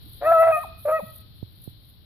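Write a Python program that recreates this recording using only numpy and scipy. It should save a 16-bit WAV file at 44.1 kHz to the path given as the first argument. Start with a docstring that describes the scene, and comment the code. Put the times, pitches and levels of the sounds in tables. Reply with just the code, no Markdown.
"""Young hound baying in an open wood

A young hound bays twice, some way off; each bay is harmonics on a gliding pitch, roughened by a
second oscillation, and the trunks return a thin echo made of decaying noise. Dry leaves and clothing
rustle close by as crackles over hiss. Shaped noise gives insects on the left, far traffic and wind
rumble, and faint air. A finger taps the right of the hand-held recorder: short low sagging tones.
Soft thumps, a lower swish and a thin whistle pass briefly."""
import sys
import numpy as np
from scipy import signal
from scipy.fft import rfft, irfft, next_fast_len
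from scipy.io import wavfile
from scipy.ndimage import map_coordinates

SR = 44100
rng = np.random.default_rng(int(sys.argv[2]) if len(sys.argv) > 2 else 0)


def gain_from_db(level_db):
    """Turn a decibel level (scalar or array-like) into a linear amplitude factor."""
    decades = np.asarray(level_db, float) / 20
    return 10 ** decades


def master_out(mix):
    """Clip the mix to full scale and print it as 16-bit PCM to the path in sys.argv[1]."""
    frames = np.transpose(np.atleast_2d(mix))
    ceiling = np.clip(frames, -1, 1)
    pcm = np.round(ceiling * 32767).astype(np.int16)
    wavfile.write(sys.argv[1], SR, pcm)


N = 90404
T = np.arange(N) / SR


def unit(x):
    """Scaled to rms 1."""
    return x / np.sqrt(np.mean(x ** 2) + 1e-20)


def along(points, hz):
    """Value at hz from (Hz, value) points on a log axis."""
    f, v = np.transpose(points)
    return np.interp(np.log(hz + 1), np.log(f + 1), v)


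def curves(rows):
    """One value per sample for each column after the time."""
    s, *cols = np.transpose(rows)
    return [np.interp(T, s, c) for c in cols]


def wobble(rate):
    """A smooth random curve, rate knots a second."""
    return map_coordinates(rng.standard_normal(N // 20), [T * rate])


def bump(s, half):
    """A flat-topped swell of height 1 around a moment."""
    return np.exp(-((T - s) / half) ** 4)


def noise():
    """White noise, independent left and right."""
    return rng.standard_normal((2, N))


def coloured(x, spectrum):
    """x through (Hz, dB) points, brought to rms 1."""
    m = next_fast_len(N + 8192)
    gain = gain_from_db(along(spectrum, np.fft.rfftfreq(m, 1 / SR)))
    return unit(irfft(rfft(x, m) * gain, m)[..., :N])


def delayed(x, seconds):
    """x later by any fraction of a sample."""
    m = next_fast_len(N + 8192)
    turn = np.exp(-2j * np.pi * np.fft.rfftfreq(m, 1 / SR) * seconds)
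    return irfft(rfft(x, m) * turn, m)[..., :N]


def pair(a, b, alike):
    """Left and right from two noises, with the given likeness."""
    u = np.arccos(np.clip(alike, -1, 1)) / 2
    return np.array([np.cos(u) * a + np.sin(u) * b, np.cos(u) * a - np.sin(u) * b])


def fade_db():
    """The slow fall shared by the background beds, ending at 0 dB."""
    return -2.5 * (T - T[-1])  # dB per second


# colour of the air all around: hz [Hz], density_db [dB per Hz, relative]
AIR_COLOUR = [(150, -44), (300, -3), (900, -13.5), (5400, -18), (6200, -50), (9300, -50.5), (10800, -13.5)]


def air():
    """Wide faint hiss: separate shaped noise at each microphone."""
    return gain_from_db(-61.5 + fade_db()) * coloured(noise(), AIR_COLOUR)


# colour of the far traffic and wind: hz [Hz], density_db [dB per Hz, relative]
RUMBLE_COLOUR = [(10, -24.5), (60, -9.5), (100, -3.5), (150, -15.5), (320, -29), (600, -55.5), (1500, -80)]


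def rumble():
    """Low noise partly shared by both sides; the left drifts slowly, the right flickers."""
    both = pair(*coloured(noise(), RUMBLE_COLOUR), alike=.45)
    unsteady_db = 1.3 * np.array([wobble(4.3), wobble(45)])
    return both * gain_from_db(-51.5 + fade_db() + unsteady_db)


# colour of the insects off to the left: hz [Hz], density_db [dB per Hz, relative]
INSECT_COLOUR = [(2200, -60.5), (2950, -12), (3400, -5.5), (4150, -2), (4700, -12), (6000, -68.5)]


def insects():
    """A band of noise, 16.5 dB weaker at the right microphone, with a slow waver."""
    hiss = coloured(noise(), INSECT_COLOUR) * gain_from_db([[0], [-16.5]])
    return hiss * gain_from_db(-58 + fade_db() + 1.1 * wobble(7))


# soft low thumps: middle_s [s], level_db [dB], pitch_hz [Hz], half_length_s [s]
THUMP_EVENTS = [(0.069, -49.5, 310, 0.0085), (1.036, -34, 190.8, 0.01)]


def thumps():
    """A few cycles of a low tone, stronger at the right microphone."""
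    mono = sum(gain_from_db(db) * bump(s, half) * np.sin(2 * np.pi * hz * T)
               for s, db, hz, half in THUMP_EVENTS)
    return gain_from_db([[-4], [0]]) * mono


# finger on the right of the case: start_s [s], level_db [dB, before the soft onset],
# pitch_hz [Hz, once settled]
TAP_EVENTS = [(1.4277, -16, 102), (1.6759, -20, 117)]
GLIDE, GLIDE_S = 3.44, 0.0013  # extra pitch at the start, as a share of the settled one; its decay, s
TAP_T60_S, TAP_ONSET_S = 0.045, 0.0011


def taps():
    """Each tap rings the case low and short, starting sharp and sagging in pitch."""
    out = np.zeros(N)
    for s, db, hz in TAP_EVENTS:
        t = np.clip(T - s, 0, None)
        turns = hz * (t + GLIDE * GLIDE_S * (1 - np.exp(-t / GLIDE_S)))
        onset = 1 - np.exp(-(t / TAP_ONSET_S) ** 2)
        out += gain_from_db(db - 60 * t / TAP_T60_S) * onset * np.sin(2 * np.pi * turns)
    return out * gain_from_db([[-44], [0]])  # left, right, dB


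# thin whistle on the left: middle_s [s], half_length_s [s], pitch_hz [Hz], level_db [dB]
WHISTLE_EVENT = (.55, .035, 10600, -52)


def whistle():
    """A brief sine of slightly wandering pitch, at the left microphone only."""
    s, half, hz, db = WHISTLE_EVENT
    tone = np.sin(2 * np.pi * np.cumsum(hz + 40 * wobble(60)) / SR)
    return gain_from_db(db) * bump(s, half) * tone * np.array([[1], [0]])


# colour of the swish: hz [Hz], density_db [dB, relative]
SWISH_SPECTRUM = [(7800, -58.5), (8400, -7.5), (11000, -9.5), (12500, -44.5)]
# the swish towards the left: middle_s [s], half_length_s [s], level_db [dB, left]
SWISH_EVENT = (0.5, .16, -53.5)


def swish():
    """One swell of shaped noise, lower than the leaves and 8 dB weaker on the right."""
    s, half, db = SWISH_EVENT
    return gain_from_db(db) * bump(s, half) * coloured(noise(), SWISH_SPECTRUM) * gain_from_db([[0], [-8]])


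# colour of dry leaves close to the microphones: hz [Hz], density_db [dB per Hz, relative]
LEAF_COLOUR = [(8000, -84), (9400, -23), (10400, -5.5), (14000, -1.5)]
# louder leaf snaps: start_s [s], level_db [dB, at the onset, before colouring]
SNAP_EVENTS = [(.608, -42), (1.619, -33)]


def snaps():
    """Sudden noise bursts in the colour of leaves, 60 dB down after 5.8 ms, alike on both sides."""
    sudden = sum(gain_from_db(db - 60 * np.abs(T - s) / 0.0058) * (T >= s) for s, db in SNAP_EVENTS)
    bursts = sudden * rng.standard_normal(N)
    return coloured(bursts, LEAF_COLOUR) * bursts.std()


# movement in the leaves and clothing: time_s [s], strength_db [dB]
MOVEMENT = [(0, -78.5), (.025, -53), (.19, -42.5), (.215, -59), (.26, -38), (.36, -40.5), (.63, -41.5),
            (.655, -46), (.76, -75.5), (.79, -46), (.83, -42.5), (.89, -44.5), (.915, -36), (.97, -43),
            (1.22, -49.5), (1.25, -74), (1.33, -68.5), (1.37, -57.5), (1.45, -72), (1.63, -46.5),
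            (1.7, -51.5), (1.76, -76.5), (1.84, -53.5), (1.93, -59), (2.05, -83.5)]
CRACKLES_PER_S, CRACKLE_SPREAD_DB, CRACKLE_DB = 1500, 2.5, -3  # crackle level is relative to the hiss
FLICKER_DB, LEFT_LAG_S = 2.2, .00011


def leaves():
    """Dense crackles over a hiss, both following the movement, plus the louder snaps."""
    sizes = gain_from_db(CRACKLE_SPREAD_DB * rng.exponential(size=(2, N))) * noise()
    crackle = unit(sizes * (rng.random((2, N)) < CRACKLES_PER_S / SR))
    a, b = coloured(noise() + gain_from_db(CRACKLE_DB) * crackle, LEAF_COLOUR)
    strength_db, = curves(MOVEMENT)
    flicker_db = FLICKER_DB * (wobble(28) + wobble(120))
    left, right = gain_from_db(strength_db + flicker_db) * pair(a, b, .45) + snaps()
    return np.array([delayed(left, LEFT_LAG_S), right])


# harmonics of the voice: multiple [x pitch], level_db [dB, fundamental at 0],
# mouth_share [share of the mouth opening it follows]
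HARMONICS = [(2, -4, 0.84), (3, -2.5, 0.72), (4, -27, 1), (5, -42, 0.67)]
# the tongue shifts and lets the third harmonic through in patches: time_s [s], gain_db [dB]
TONGUE_SHIFTS = [(.265, -10), (.285, -25.5), (.37, -20), (.385, -9.5), (.44, -21), (.57, -16.5),
                 (.585, -15.5), (.9, -51), (.93, -18.5)]
# partials when alternate cycles differ: multiple [x pitch],
# level_db [dB under the fundamental, at strength 1]
HALF_PARTIALS = [(.5, -37), (1.5, -25), (2.5, -30.5)]
# colour of the breath rasp: hz [Hz], density_db [dB, relative]
RASP_COLOUR = [(250, -38.5), (520, -23.5), (735, -11.5), (1700, -16.5), (2600, -24.5), (4500, -100)]
# the second oscillation alone: middle_s [s], half_length_s [s], level_db [dB]
FLARE_EVENTS = [(0.231, 0.0076, -34.5), (0.58, 0.017, -27.5)]
FLUTTER_SWELL, FLUTTER_BEND_RAD, SECOND_WANDER_HZ = .75, .55, 25
JITTER_RATE, JITTER_RAD, SHIMMER = 239.7, 0.17, 0.35  # rate in knots per second
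SLACK_HZ, SLACK_DB_PER_HZ = 600, .15  # below this pitch the slack folds lose upper overtones
OVERTONE_WAVER_DB = .7  # unsteadiness per step up the series
HALF_S, HALF_LENGTH_S, HOARSE_HALF = .335, 0.062, 2.16  # alternating stretch; share from hoarseness
RASP_DB = -11  # breath noise at hoarseness 1, under the fundamental


def bay(rows, second_hz):
    """Harmonics on the pitch; hoarseness brings flutter, shaking and breath noise."""
    hz, level_db, mouth_db, hoarse = curves(rows)
    pitch_phase = 2 * np.pi * np.cumsum(hz) / SR
    # phase of the second oscillation relative to the voice
    beat = 2 * np.pi * np.cumsum(second_hz + SECOND_WANDER_HZ * wobble(25) - hz) / SR
    bend = FLUTTER_BEND_RAD * np.sin(beat) + JITTER_RAD * wobble(JITTER_RATE)
    phase = pitch_phase + hoarse * bend
    swell = 1 + hoarse * (FLUTTER_SWELL * np.cos(beat) + SHIMMER * wobble(JITTER_RATE))

    tone = swell * np.sin(phase)
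    slack_db = SLACK_DB_PER_HZ * np.clip(SLACK_HZ - hz, 0, None)
    tongue_db, = curves(TONGUE_SHIFTS)
    for k, db, share in HARMONICS:
        harmonic_db = db + share * mouth_db - (k > 2) * slack_db + (k == 3) * tongue_db
        waver_db = OVERTONE_WAVER_DB * (k + 3.5) * wobble(25)
        tone += gain_from_db(harmonic_db + waver_db) * np.cos(k * phase)

    alternating = bump(HALF_S, HALF_LENGTH_S) + HOARSE_HALF * hoarse
    tone += alternating * sum(gain_from_db(db + 3.8 * wobble(27)) * np.sin(k * phase)
                              for k, db in HALF_PARTIALS)
    rasp = gain_from_db(RASP_DB) * hoarse * coloured(rng.standard_normal(N), RASP_COLOUR)
    flare = sum(gain_from_db(db) * bump(s, half) for s, half, db in FLARE_EVENTS
                if rows[0][0] < s < rows[-1][0])
    second = np.sin(pitch_phase + beat)
    return gain_from_db(level_db) * (np.sqrt(2) * tone + rasp) + np.sqrt(2) * flare * second


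# the trunks' echo by frequency: hz [Hz], t60_s [s], echo_db [dB]
TRUNKS = [(650, 0.44, -15), (1290, 0.62, -15.5), (1900, 0.53, -17), (2600, 0.63, -8.5)]


def wood_echo(voice):
    """Trunks scatter the voice: convolution with noise whose decay and level vary with frequency."""
    hz, t, z = signal.stft(rng.standard_normal((2, SR)), SR, nperseg=256)
    t60, echo_db = (along([(row[0], row[k]) for row in TRUNKS], hz)[:, None] for k in (1, 2))
    decay = gain_from_db(-60 * t / t60)
    decay /= np.linalg.norm(decay, axis=1, keepdims=True)
    tail = signal.istft(z * gain_from_db(echo_db) * decay, SR, nperseg=256)[1]
    echo = signal.fftconvolve(voice[None], tail / np.sqrt(128), axes=1)[:, :N]
    return delayed(echo, 0.025)


# one list per bay, rows: time_s [s], pitch_hz [Hz], level_db [dB],
# mouth_db [dB, opening: overtones over fundamental], hoarseness [0 clear, 1 hoarse]
BAY_ROWS = [
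    [(.195, 540, -99, -42, 0.1), (.215, 559.3, -37, -13, 1.11), (.248, 594.1, -25.5, -7, 0.4),
     (.272, 650.6, -17, -6, 0.15), (.308, 660.3, -17, -3.5, 0.05), (.322, 677, -14.5, -14, 0.64),
     (.34, 660, -17.5, -2.5, 0.07), (.39, 643.2, -16, -8, 0.05), (.415, 660.6, -14, -12, 0.05),
     (.435, 650.6, -15, -5.5, 0.41), (.457, 663, -16.5, -8.5, 0.1), (.48, 651.6, -14.5, -12.5, 0.45),
     (.495, 655, -13.5, -9.5, .15), (.516, 650, -19, -4.5, 0.38), (.527, 629.4, -23, 13.5, 0.07),
     (.562, 622.9, -33, 19, 0), (.578, 603, -35.5, 17, 0), (.631, 628, -55.5, 30, 0),
     (.649, 372, -69.5, 41, 0.15), (.675, 362, -96, 44.5, 0.2), (.69, 360, -130, 27.5, 0)],
    [(.838, 590, -99, -63, 0.17), (.855, 598, -23.5, -19.5, 0.22), (.875, 582, -22.5, -17, 0.2),
     (.888, 628, -21, -6, .55), (.914, 618.4, -22, -6.5, .5), (.926, 635, -21.5, 1.5, 0.02),
     (.965, 641.2, -23, 3.5, 0.1), (.982, 634.7, -33, 12, 0.1), (.995, 589.3, -26, -9, .1),
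     (1.008, 400, -55, 26.5, .3), (1.03, 300, -98.5, 18, .3)],
]
# second oscillation in the larynx, which beats with the voice: pitch_hz [Hz], one per bay
LARYNX_HZ = [718, 543.3]
# bearing of the hound: left_over_right_db [dB], one per bay
BEARING_DB = [1.5, 0.3]


def hound():
    """Both bays from some way off, direct and returned by the trunks."""
    bays = [bay(rows, hz) for rows, hz in zip(BAY_ROWS, LARYNX_HZ)]
    left, right = sum(gain_from_db([[db / 2], [-db / 2]]) * b for b, db in zip(bays, BEARING_DB))
    direct = np.array([delayed(left, .00009), right])  # the right microphone hears it first
    return direct + wood_echo(sum(bays))


def scene():
    """Everything at the two microphones."""
    background = air() + rumble() + insects()
    handling = thumps() + taps()
    close_by = whistle() + swish() + leaves()
    return background + handling + close_by + hound()


def low_pass(x):
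    """Removes everything above the highest recorded frequency."""
    return signal.sosfilt(signal.butter(12, 15800, fs=SR, output="sos"), x)


def record(dry):
    """The recorder keeps nothing above its band limit of 14620 Hz."""
    kept = irfft(rfft(dry) * (np.fft.rfftfreq(N, 1 / SR) < 14620), N)
    return low_pass(kept)


dry = scene()
out = record(dry)
master_out(out)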